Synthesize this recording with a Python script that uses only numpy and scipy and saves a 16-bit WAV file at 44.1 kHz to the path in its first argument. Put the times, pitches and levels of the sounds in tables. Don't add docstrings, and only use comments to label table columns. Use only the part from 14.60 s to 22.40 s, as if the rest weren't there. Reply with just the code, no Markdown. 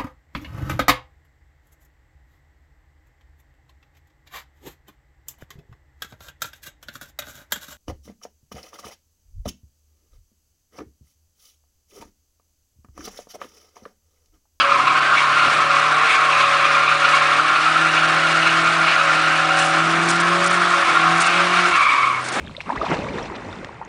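import sys
import numpy as np
from scipy import signal
from scipy.io import wavfile
from scipy.ndimage import uniform_filter1d

SR = 44100
rng = np.random.default_rng(int(sys.argv[2]) if len(sys.argv) > 2 else 0)


def put_to_file(sound):
    columns = np.atleast_2d(sound).T
    safe = np.clip(columns, -1, 1)
    whole_steps = np.round(safe * 32767)
    wavfile.write(sys.argv[1], SR, whole_steps.astype(np.int16))


def convert_level_to_amplitude(level_db):
    exponent = np.asarray(level_db, float) / 20
    return 10 ** exponent


N = 343960

# t/s, level/dB, length/s, f/Hz
BUMPS = [(0.107, -44, 0.024, 304), (0.854, -24.5, 0.036, 329.9), (0.967, -32.5, 0.085, 331.4),
         (5.336, -30, .12, 449.6), (6.267, -24.5, 0.13, 748.3), (7.115, -42, 0.046, 100),
         (7.725, -29, 0.1, 900), (7.751, -25, 0.1, 600), (7.399, -53, 0.33, 70), (0.754, -39, 0.091, 4107),
         (1.498, -34, 0.054, 4030), (2.49, -38.5, 0.069, 4470)]
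# t/s, level/dB, length/s
RATTLES = [(4.96, -19, 0.018), (4.987, -12, 0.018), (5.044, -17.5, 0.048), (5.486, -11.5, 0.032),
           (5.501, -24, 0.087), (5.5994, -18, 0.025), (5.841, -16, 0.014), (5.86, -12.5, 0.022),
           (5.908, -14, 0.0083), (5.926, -17.5, 0.034), (6.604, -9, 0.028), (6.6624, -13, 0.016),
           (7.641, -24, 0.056), (7.685, -19, 0.0075), (7.721, -21, 0.059)]
# t/s, level/dB
SCRUB_LEVEL = [(0.0, -30.5), (0.95, -26.5), (1.3, -28), (2.52, -27), (2.89, -27.5), (3.82, -27),
               (4.26, -28), (5.08, -28), (5.3, -28), (7.17, -27.5), (7.49, -35), (7.8, -38)]
# f/Hz, level/dB per Hz
SCRUB_SPECTRUM = [(300, -27), (500, -8.5), (800, -3.5), (1300, 3), (1800, 4.5), (2600, -5), (3500, -5.5),
                  (5000, -12.5), (7000, -20), (10000, -25.5)]
# f/Hz, level/dB per Hz
RUMBLE_SPECTRUM = [(25, -24), (50, -24), (80, -20), (110, 12), (240, -10), (330, 6.5), (450, -6.5),
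                   (700, 1.5), (1000, -5.5), (2000, -37)]
# middle t/s, half length/s, gain/dB
JOLTS = [(.35, .25, 6), (.66, .06, -6), (.92, .12, 5), (2.95, .2, 1.5), (3.5, .2, 3), (4.2, .08, 4),
         (4.6, .15, 3), (5.45, 0.33, 7.5), (6.32, .08, 5.5), (6.6, .15, 3.5), (7.25, .1, -2),
         (7.8, 0.11, 9)]
# middle t/s, half length/s, squeal drop/dB, grit/dB
RIDGES = [(2.39, 0.013, 9, -1), (2.93, 0.027, 0.5, -1), (4.3, 0.033, 4, -3), (4.41, 0.034, -3.5, 1),
          (4.51, 0.019, -5, 0.5), (4.54, 0.023, 3, 0), (4.66, 0.061, -3, 1), (5.06, .02, -4, -4),
          (6.13, .06, -1, 0.5), (5.02, .03, 7, 9), (5.1, .02, 4, 3.5), (5.49, 0.066, 8, 4),
          (5.88, 0.045, -0.5, 3.5), (6.62, 0.069, 2.5, 4.5), (7.66, .08, 0.1, 6)]
# middle t/s, half length/s, octave gain/dB, scrub gain/dB
BITES = [(.59, 0.032, 13, 0.5), (.8, 0.043, 4, 0), (1.52, 0.045, 8, 2), (1.8, .04, 4, 2),
         (2.5, .05, 1.5, 1), (3.8, 0.11, 2.5, 0.5), (4.3, .04, 7, 1.5), (4.98, .05, 5, 1.5),
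         (5.22, .06, -6, 0.5), (6.1, 0.059, 3, 1), (7.63, 0.06, -1, -2), (7.8, 0.083, -2, 5)]
# t/s, f/Hz (cycles per second)
POWER_REVS = [(0.0, 34.76), (0.44, 36.85), (0.67, 36.68), (1.41, 38.1), (1.94, 37.35), (2.72, 37.7),
              (2.97, 38.6), (3.21, 40.38), (3.37, 39.77), (4.18, 41.28), (4.44, 39.8), (4.68, 39.7),
              (5.12, 40.42), (5.69, 43.03), (6.07, 44.05), (6.37, 40.68), (6.94, 44.35), (7.12, 44.0)]
# t/s, f/Hz (cycles per second)
COAST_REVS = [
    (7.172, 39.19),
    (7.41, 33.05),
    (7.588, 31.28),
    (7.708, 32.06),
    (7.8, 34.7),
]
# f/Hz, level/dB
FIRING_BOOM = [(125, -39), (133, -43.5), (142, -41.5), (151, -39.5), (159, -33), (166, -26.5), (176, -28.5)]
# f/Hz, level/dB
OCTAVE_BOOM = [(250, -53), (275, -43), (298, -49.5), (308, -40.5), (320, -34), (332, -27.5), (350, -29.5)]
# middle t/s, half length/s, firing tone drop/dB, octave drop/dB
LIFTS = [
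    (.0, .08, 6, 3),
    (1.52, 0.098, 9, 3),
    (2.93, 0.13, 6.5, 0),
    (4.05, 0.27, 3.5, 2.5),
    (4.37, .11, 7, 9),
    (4.6, 0.17, -1, -1),
    (2.7, 0.18, -2, -5.5),
    (6.25, 0.14, 14.5, 3),
    (6.66, 0.067, 9, 6.5),
    (7.12, 0.073, 8, 0),
]
BUZZ_LEVELS = [-29, -36, -10.5, -9.5, -20, -19.5, -10.5, -21.5, -12.5, -3.5, -0.5, -2.5, -10, -6, -4.5, -4,
               -7, -10, -13, -17.5, -10.5]
# f/Hz, width/Hz, level/dB
PANELS = [(729, 40, 3.5), (454.6, 4.4, 7)]
# f/Hz, width/Hz
LOOSE_PANELS = [(562, 11.6), (755, 44)]
LOOSE_LEVELS = [-26, -29]
# middle t/s, half length/s, low panel gain/dB, high panel gain/dB
TWISTS = [(.06, 0.08, 7.5, -12), (.75, .15, -7, -2), (1.5, .12, -6, 2), (2.27, .05, -10, 0.5),
          (3.3, 0.39, -6.5, 1), (4.0, 0.23, -5, -1), (4.43, 0.069, 2, -1), (5.02, .2, 1.5, 10),
          (5.8, .15, 3, 0.5), (6.2, 0.0581, 3.5, -5), (6.47, 0.11, -5, 10.5), (6.82, .06, 3.5, -6)]
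# t/s, octave f/Hz, octave level/dB, fundamental level/dB
CHIRP = [
    (7.17, 2310, -34, -16),
    (7.2, 2300, -23, -19),
    (7.3, 2265, -22, -25.5),
    (7.4, 2240, -28.5, -19),
    (7.44, 2249, -19.5, -31),
    (7.475, 2240, -36, -21),
    (7.55, 2215, -26, -27),
    (7.6, 2230, -35, -38),
    (7.64, 2212, -47, -44),
]
# t/s, squeal level/dB, middle f/Hz, pitch spread over the tread/0-1, octave re fundamental/dB
SLIDE = [(0, -16.5, 1390, 0.17, -2), (.16, -14.5, 1126, .12, -7.5), (.42, -15.5, 1373, 0.16, -5),
         (.6, -15.5, 1171, 0.15, -11.5), (.78, -15, 1312, 0.13, -3), (1.0, -16, 1230, .1, -5),
         (1.95, -16, 1225, .11, -5), (2.5, -16, 1312, 0.1, -1), (2.72, -17, 1221, 0.1, -2),
         (3.1, -16.5, 1322, 0.09, -6), (3.8, -19.5, 1369, .06, -1), (4.25, -17.5, 1333, 0.1, -5),
         (5.0, -18.5, 1370, .06, -4.5), (5.5, -20.5, 1278, .12, -12), (6.55, -15.5, 1224, 0.11, -12),
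         (6.75, -19, 1341, 0.12, -3), (7.36, -16, 1143, 0.12, -2), (7.6, -20.5, 1140, 0.11, -14)]
# f/Hz, width/Hz, level/dB
CABIN_MODES = [(1053, 44, -2), (1098, 30, 1.5), (1195, 21, -0.5), (1231, 65, -5.5), (1300.4, 21, 1),
               (1394.4, 13, 7.5), (1541, 49, -1.5), (1678, 24, -11), (1975, 23, 7.5), (2109, 24.5, 5.5),
               (2102, 23, 1.5), (2235, 40, 3), (2345, 53, 6), (2434, 44, 0), (2525, 62, 3.5),
               (2693, 15, 12), (2840, 67, -12)]
# f/Hz, width/Hz, depth/0-1
HOLLOWS = [(908, 52, 0.5), (1130, 20, 0), (1196, 20, 0.46), (1955, 133, 0.58), (2094, 63, 0.89),
           (2361, 77, 0.59), (2517, 39, 0.9), (2691, 33, 0.94), (2833, 17, 0.18)]

SHUT_S, SHUT_FALL_S, OPEN_S, OPEN_RISE_S = 7.09, 0.067, 7.7, 0.082
SHUT_BOOM_DB, SHUT_BUZZ_DB = -8, -10
BUZZ_DB, BUZZ_DB_PER_HZ = -33.5, 0.4
THIRD_DB = -54
GRIP_S, GRIP_DB_PER_S = 7.58, -170
WHEEL_HZ, HOP_HZ = 11, 26.0
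OCTAVE_SWAY_DB, SURGE_DB = 2, 1.0
TOP_DB, TOP_DB_PER_HZ = -11, 0.35
RUMBLE_DB, RUMBLE_DB_PER_HZ = -48, 0.5
REF_CYCLE_HZ = 40
EDGE_HZ = 10110


def evened(x):
    return x / np.sqrt(np.mean(x ** 2) + 1e-20)


def steady(x, size):
    return x / np.sqrt(abs(uniform_filter1d(x ** 2, size=size)) + 1e-9)


def columns(rows, t=None):
    if t is None:
        t = np.arange(N) / SR
    s, *cols = np.transpose(rows)
    return [np.interp(t, s, c) for c in cols]


def humps(events, t):
    s, half_s, *depths = np.transpose(events)
    coarse = np.arange(0, N / SR + .02, .002)
    bells = np.exp(-((coarse[:, None] - s) / half_s) ** 2)
    return [np.interp(t, coarse, bells @ d) for d in depths]


def read(points, hz):
    f, value = np.transpose(points)
    return np.interp(np.log(hz + 1), np.log(f + 1), value)


def bursts(events):
    shape = np.zeros(N)
    for s, db, length_s in events:
        part = shape[round(s * SR):][:round(2 * length_s * SR)]
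        part += convert_level_to_amplitude(db) * np.exp(-(np.arange(len(part)) / SR / length_s) ** 3)
    return shape


def wobble(hz):
    lowpass = signal.butter(2, min(hz, 600), fs=SR / 32, output="sos")
    coarse = signal.sosfilt(lowpass, rng.standard_normal(N // 32 + 2001))[2000:]
    return np.interp(np.arange(N) / 32, np.arange(len(coarse)), evened(coarse))


def hiss(level_db, patchy_db, flicker_db, grit_db):
    frames, hz = N // 128 + 5, np.fft.rfftfreq(512, 1 / SR)[:, None]
    a, b, patches = rng.standard_normal((frames, 257, 3)).T
    patches = uniform_filter1d(patches, size=7, axis=0)
    patches = evened(uniform_filter1d(patches, size=18, axis=1))
    flicker = evened(uniform_filter1d(rng.standard_normal(frames), size=10))
    grit = evened(uniform_filter1d(rng.standard_normal(frames), size=3))
    field_db = level_db(hz, np.arange(frames) * 128 / SR)
    field_db = field_db + patchy_db * patches + flicker_db * flicker
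    field_db += grit_db * grit * np.clip(hz / 7000, 0, 1)
    return signal.istft((a + 1j * b) * convert_level_to_amplitude(field_db), nperseg=512, noverlap=384)[1][:N]


def narrow(x, hz, width_hz):
    return signal.lfilter(*signal.iirpeak(hz, hz / width_hz, fs=SR), x)


def ring(x, modes):
    return x + sum(convert_level_to_amplitude(db) * narrow(x, hz, width_hz) for hz, width_hz, db in modes)


def cabin(x):
    for hz, width_hz, depth in HOLLOWS:
        x = x - depth * narrow(x, hz, width_hz)
    return ring(x, CABIN_MODES)


def bumps():
    noise, out = rng.standard_normal(N), 0
    for s, db, length_s, hz in BUMPS:
        band = signal.butter(2, [hz / 2.4, hz * 2.75], "band", fs=SR, output="sos")
        dull = evened(signal.sosfilt(band, noise))
        out = out + uniform_filter1d(bursts([(s, db, length_s)]), size=300) * dull
    return out


def rattles():
    ticks = rng.standard_normal(N) * convert_level_to_amplitude(1.5 * wobble(300))
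    band = signal.butter(2, [3800, 9500], "band", fs=SR, output="sos")
    return convert_level_to_amplitude(-12.0) * bursts(RATTLES) * evened(signal.sosfilt(band, ticks))


def roar():
    def scrub_db(hz, t):
        over_hz = columns(POWER_REVS, t)[0] - REF_CYCLE_HZ
        top_db = TOP_DB + TOP_DB_PER_HZ * over_hz + humps(RIDGES, t)[1]
        treble = np.clip(np.log2(hz / 4200 + 1e-9), 0, 1)
        level_db = columns(SCRUB_LEVEL, t)[0] + humps(BITES, t)[1] + 2.99
        return read(SCRUB_SPECTRUM, hz) + level_db + treble * (top_db + 13.5)

    def rumble_db(hz, t):
        over_hz = columns(POWER_REVS, t)[0] - REF_CYCLE_HZ
        return read(RUMBLE_SPECTRUM, hz) + RUMBLE_DB + humps(JOLTS, t)[0] + RUMBLE_DB_PER_HZ * over_hz

    rumble = hiss(rumble_db, 0.38, 1.0, 0)
    rumble = signal.sosfilt(signal.butter(3, 80, "high", fs=SR, output="sos"), rumble)
    scrub = cabin(hiss(scrub_db, 0.96, 0.94, 0.93))
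    return convert_level_to_amplitude(-9.0) * scrub + convert_level_to_amplitude(1.0) * rumble


def loose_panels(shake):
    out = 0
    twists_db = humps(TWISTS, np.arange(N) / SR)
    for (hz, width_hz), db, twist_db in zip(LOOSE_PANELS, LOOSE_LEVELS, twists_db):
        out = out + convert_level_to_amplitude(db + twist_db) * narrow(narrow(shake, hz, width_hz), hz, width_hz)
    return out


def engine():
    t, (cycle_hz,) = np.arange(N) / SR, columns(POWER_REVS + COAST_REVS)
    firing_lift_db, octave_lift_db = humps(LIFTS, t)
    shut = np.interp(t, [SHUT_S, SHUT_S + SHUT_FALL_S, OPEN_S, OPEN_S + OPEN_RISE_S], [0, 1, 1, 0])
    dying_db = SHUT_BOOM_DB * shut * np.clip(cycle_hz - 33, 0, 1)
    firing_db = read(FIRING_BOOM, 4 * cycle_hz) - firing_lift_db + dying_db + 0.88 * wobble(3.9)
    octave_db = read(OCTAVE_BOOM, 8 * cycle_hz) - octave_lift_db + dying_db + 1.2 * wobble(3.8)
    buzz_db = BUZZ_DB + BUZZ_DB_PER_HZ * (cycle_hz - REF_CYCLE_HZ) + SHUT_BUZZ_DB * shut

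    angle = 2 * np.pi * np.cumsum(cycle_hz * (1 + .0013 * wobble(12))) / SR
    firing = convert_level_to_amplitude(firing_db) * np.sin(4 * angle)
    octave = convert_level_to_amplitude(octave_db) * np.sin(8 * angle)
    third = convert_level_to_amplitude(THIRD_DB + 2.5 * wobble(2.5)) * np.sin(3 * angle)
    boom = np.sqrt(2) * (firing + octave + third)

    multiples = [k for k in range(5, 27) if k != 8]
    lines = [np.sin(k * angle + 2 * np.pi * rng.random()) for k in multiples]
    buzz = sum(convert_level_to_amplitude(db + 1.4 * wobble(2.5)) * line for line, db in zip(lines, BUZZ_LEVELS))
    unpanelled = buzz - sum(narrow(buzz, *mode) for mode in LOOSE_PANELS)
    shake = convert_level_to_amplitude(SHUT_BUZZ_DB * shut) * sum(lines)
    return boom + ring(convert_level_to_amplitude(buzz_db) * unpanelled, PANELS) + loose_panels(shake)


def chirp():
    t, (octave_hz, octave_db, low_db) = np.arange(N) / SR, columns(CHIRP)
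    on = np.interp(t, [CHIRP[0][0], CHIRP[1][0] - .01, CHIRP[-2][0], CHIRP[-1][0]], [0, 1, 1, 0])
    angle = np.pi * np.cumsum(octave_hz * (1 + .026 * wobble(140))) / SR
    tones = convert_level_to_amplitude(low_db + 4) * np.sin(angle) + convert_level_to_amplitude(octave_db + 5.5) * np.sin(2 * angle)
    hop = np.sin(2 * np.pi * np.cumsum(HOP_HZ * (1 + .12 * wobble(6.2))) / SR)
    return on * convert_level_to_amplitude(1.8 * wobble(50) + 3.5 * hop) * tones


def squeal(blocks=6):
    t, (level_db, pitch_hz, spread, bite_db) = np.arange(N) / SR, columns(SLIDE)
    surge_db = SURGE_DB * wobble(7.4)
    level_db = level_db + GRIP_DB_PER_S * np.maximum(t - GRIP_S, 0)
    octave_db = level_db + bite_db + humps(BITES, t)[0] + OCTAVE_SWAY_DB * wobble(3.8) - surge_db
    level_db = level_db + surge_db - humps(RIDGES, t)[0]

    low, high = np.zeros((2, N))
    sway = 0.401 * np.tanh(wobble(27.89))
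    for place in np.linspace(-1.1, 1.1, blocks):
        hz = pitch_hz * (1 + spread * (place + sway + .22 * wobble(20)) + .016 * wobble(149))
        angle = 2 * np.pi * np.cumsum(hz) / SR
        grip = convert_level_to_amplitude(3.9 * np.tanh(wobble(37)))
        overtones = np.sin(2 * angle) + convert_level_to_amplitude(-7.0) * np.sin(3 * angle) + convert_level_to_amplitude(-21.5) * np.sin(4 * angle)
        low += grip * np.sin(angle)
        high += grip * convert_level_to_amplitude(2.4 * wobble(18)) * overtones

    turn = 2 * np.pi * np.cumsum(WHEEL_HZ * (1 + 0.065 * wobble(2.1))) / SR
    out_of_round = np.sin(turn) + np.sin(2 * turn) + np.sin(3 * turn)
    judder = convert_level_to_amplitude(2.5 * wobble(40) + 0.51 * out_of_round)
    low, high = (steady(cabin(v), size=5000) for v in (low, high))
    return judder * (convert_level_to_amplitude(level_db - 1.0) * low + convert_level_to_amplitude(octave_db - 5.0) * high)


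def scene():
    return (bumps() + rattles() + roar() + engine() + chirp() + squeal())[None]


def treble_dropouts(x):
    _, _, z = signal.stft(x, SR, nperseg=256, noverlap=128)
    top = z[0, 28:64].reshape(9, 4, -1)
    power = uniform_filter1d((abs(top) ** 2).mean(1), size=2, axis=1)
    weak = power < .39 * uniform_filter1d(power, size=17, axis=1)
    z[0, 28:64] = (top * np.where(weak, .1, 1)[:, None]).reshape(36, -1)
    return signal.istft(z, SR, nperseg=256, noverlap=128)[1][:, :N]


def low_pass(x):
    return signal.sosfilt(signal.butter(12, 10210, fs=SR, output="sos"), x)


def record(dry):
    held = np.tanh(dry * 0.99) / 1.223
    held = signal.sosfilt(signal.butter(1, 45, "high", fs=SR, output="sos"), held)
    lowpass = signal.firwin(1023, EDGE_HZ, window=("kaiser", 10), fs=SR)
    mix = signal.oaconvolve(treble_dropouts(held), lowpass[None], "same")
    return low_pass(mix)


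dry = scene()
out = record(dry)
put_to_file(out)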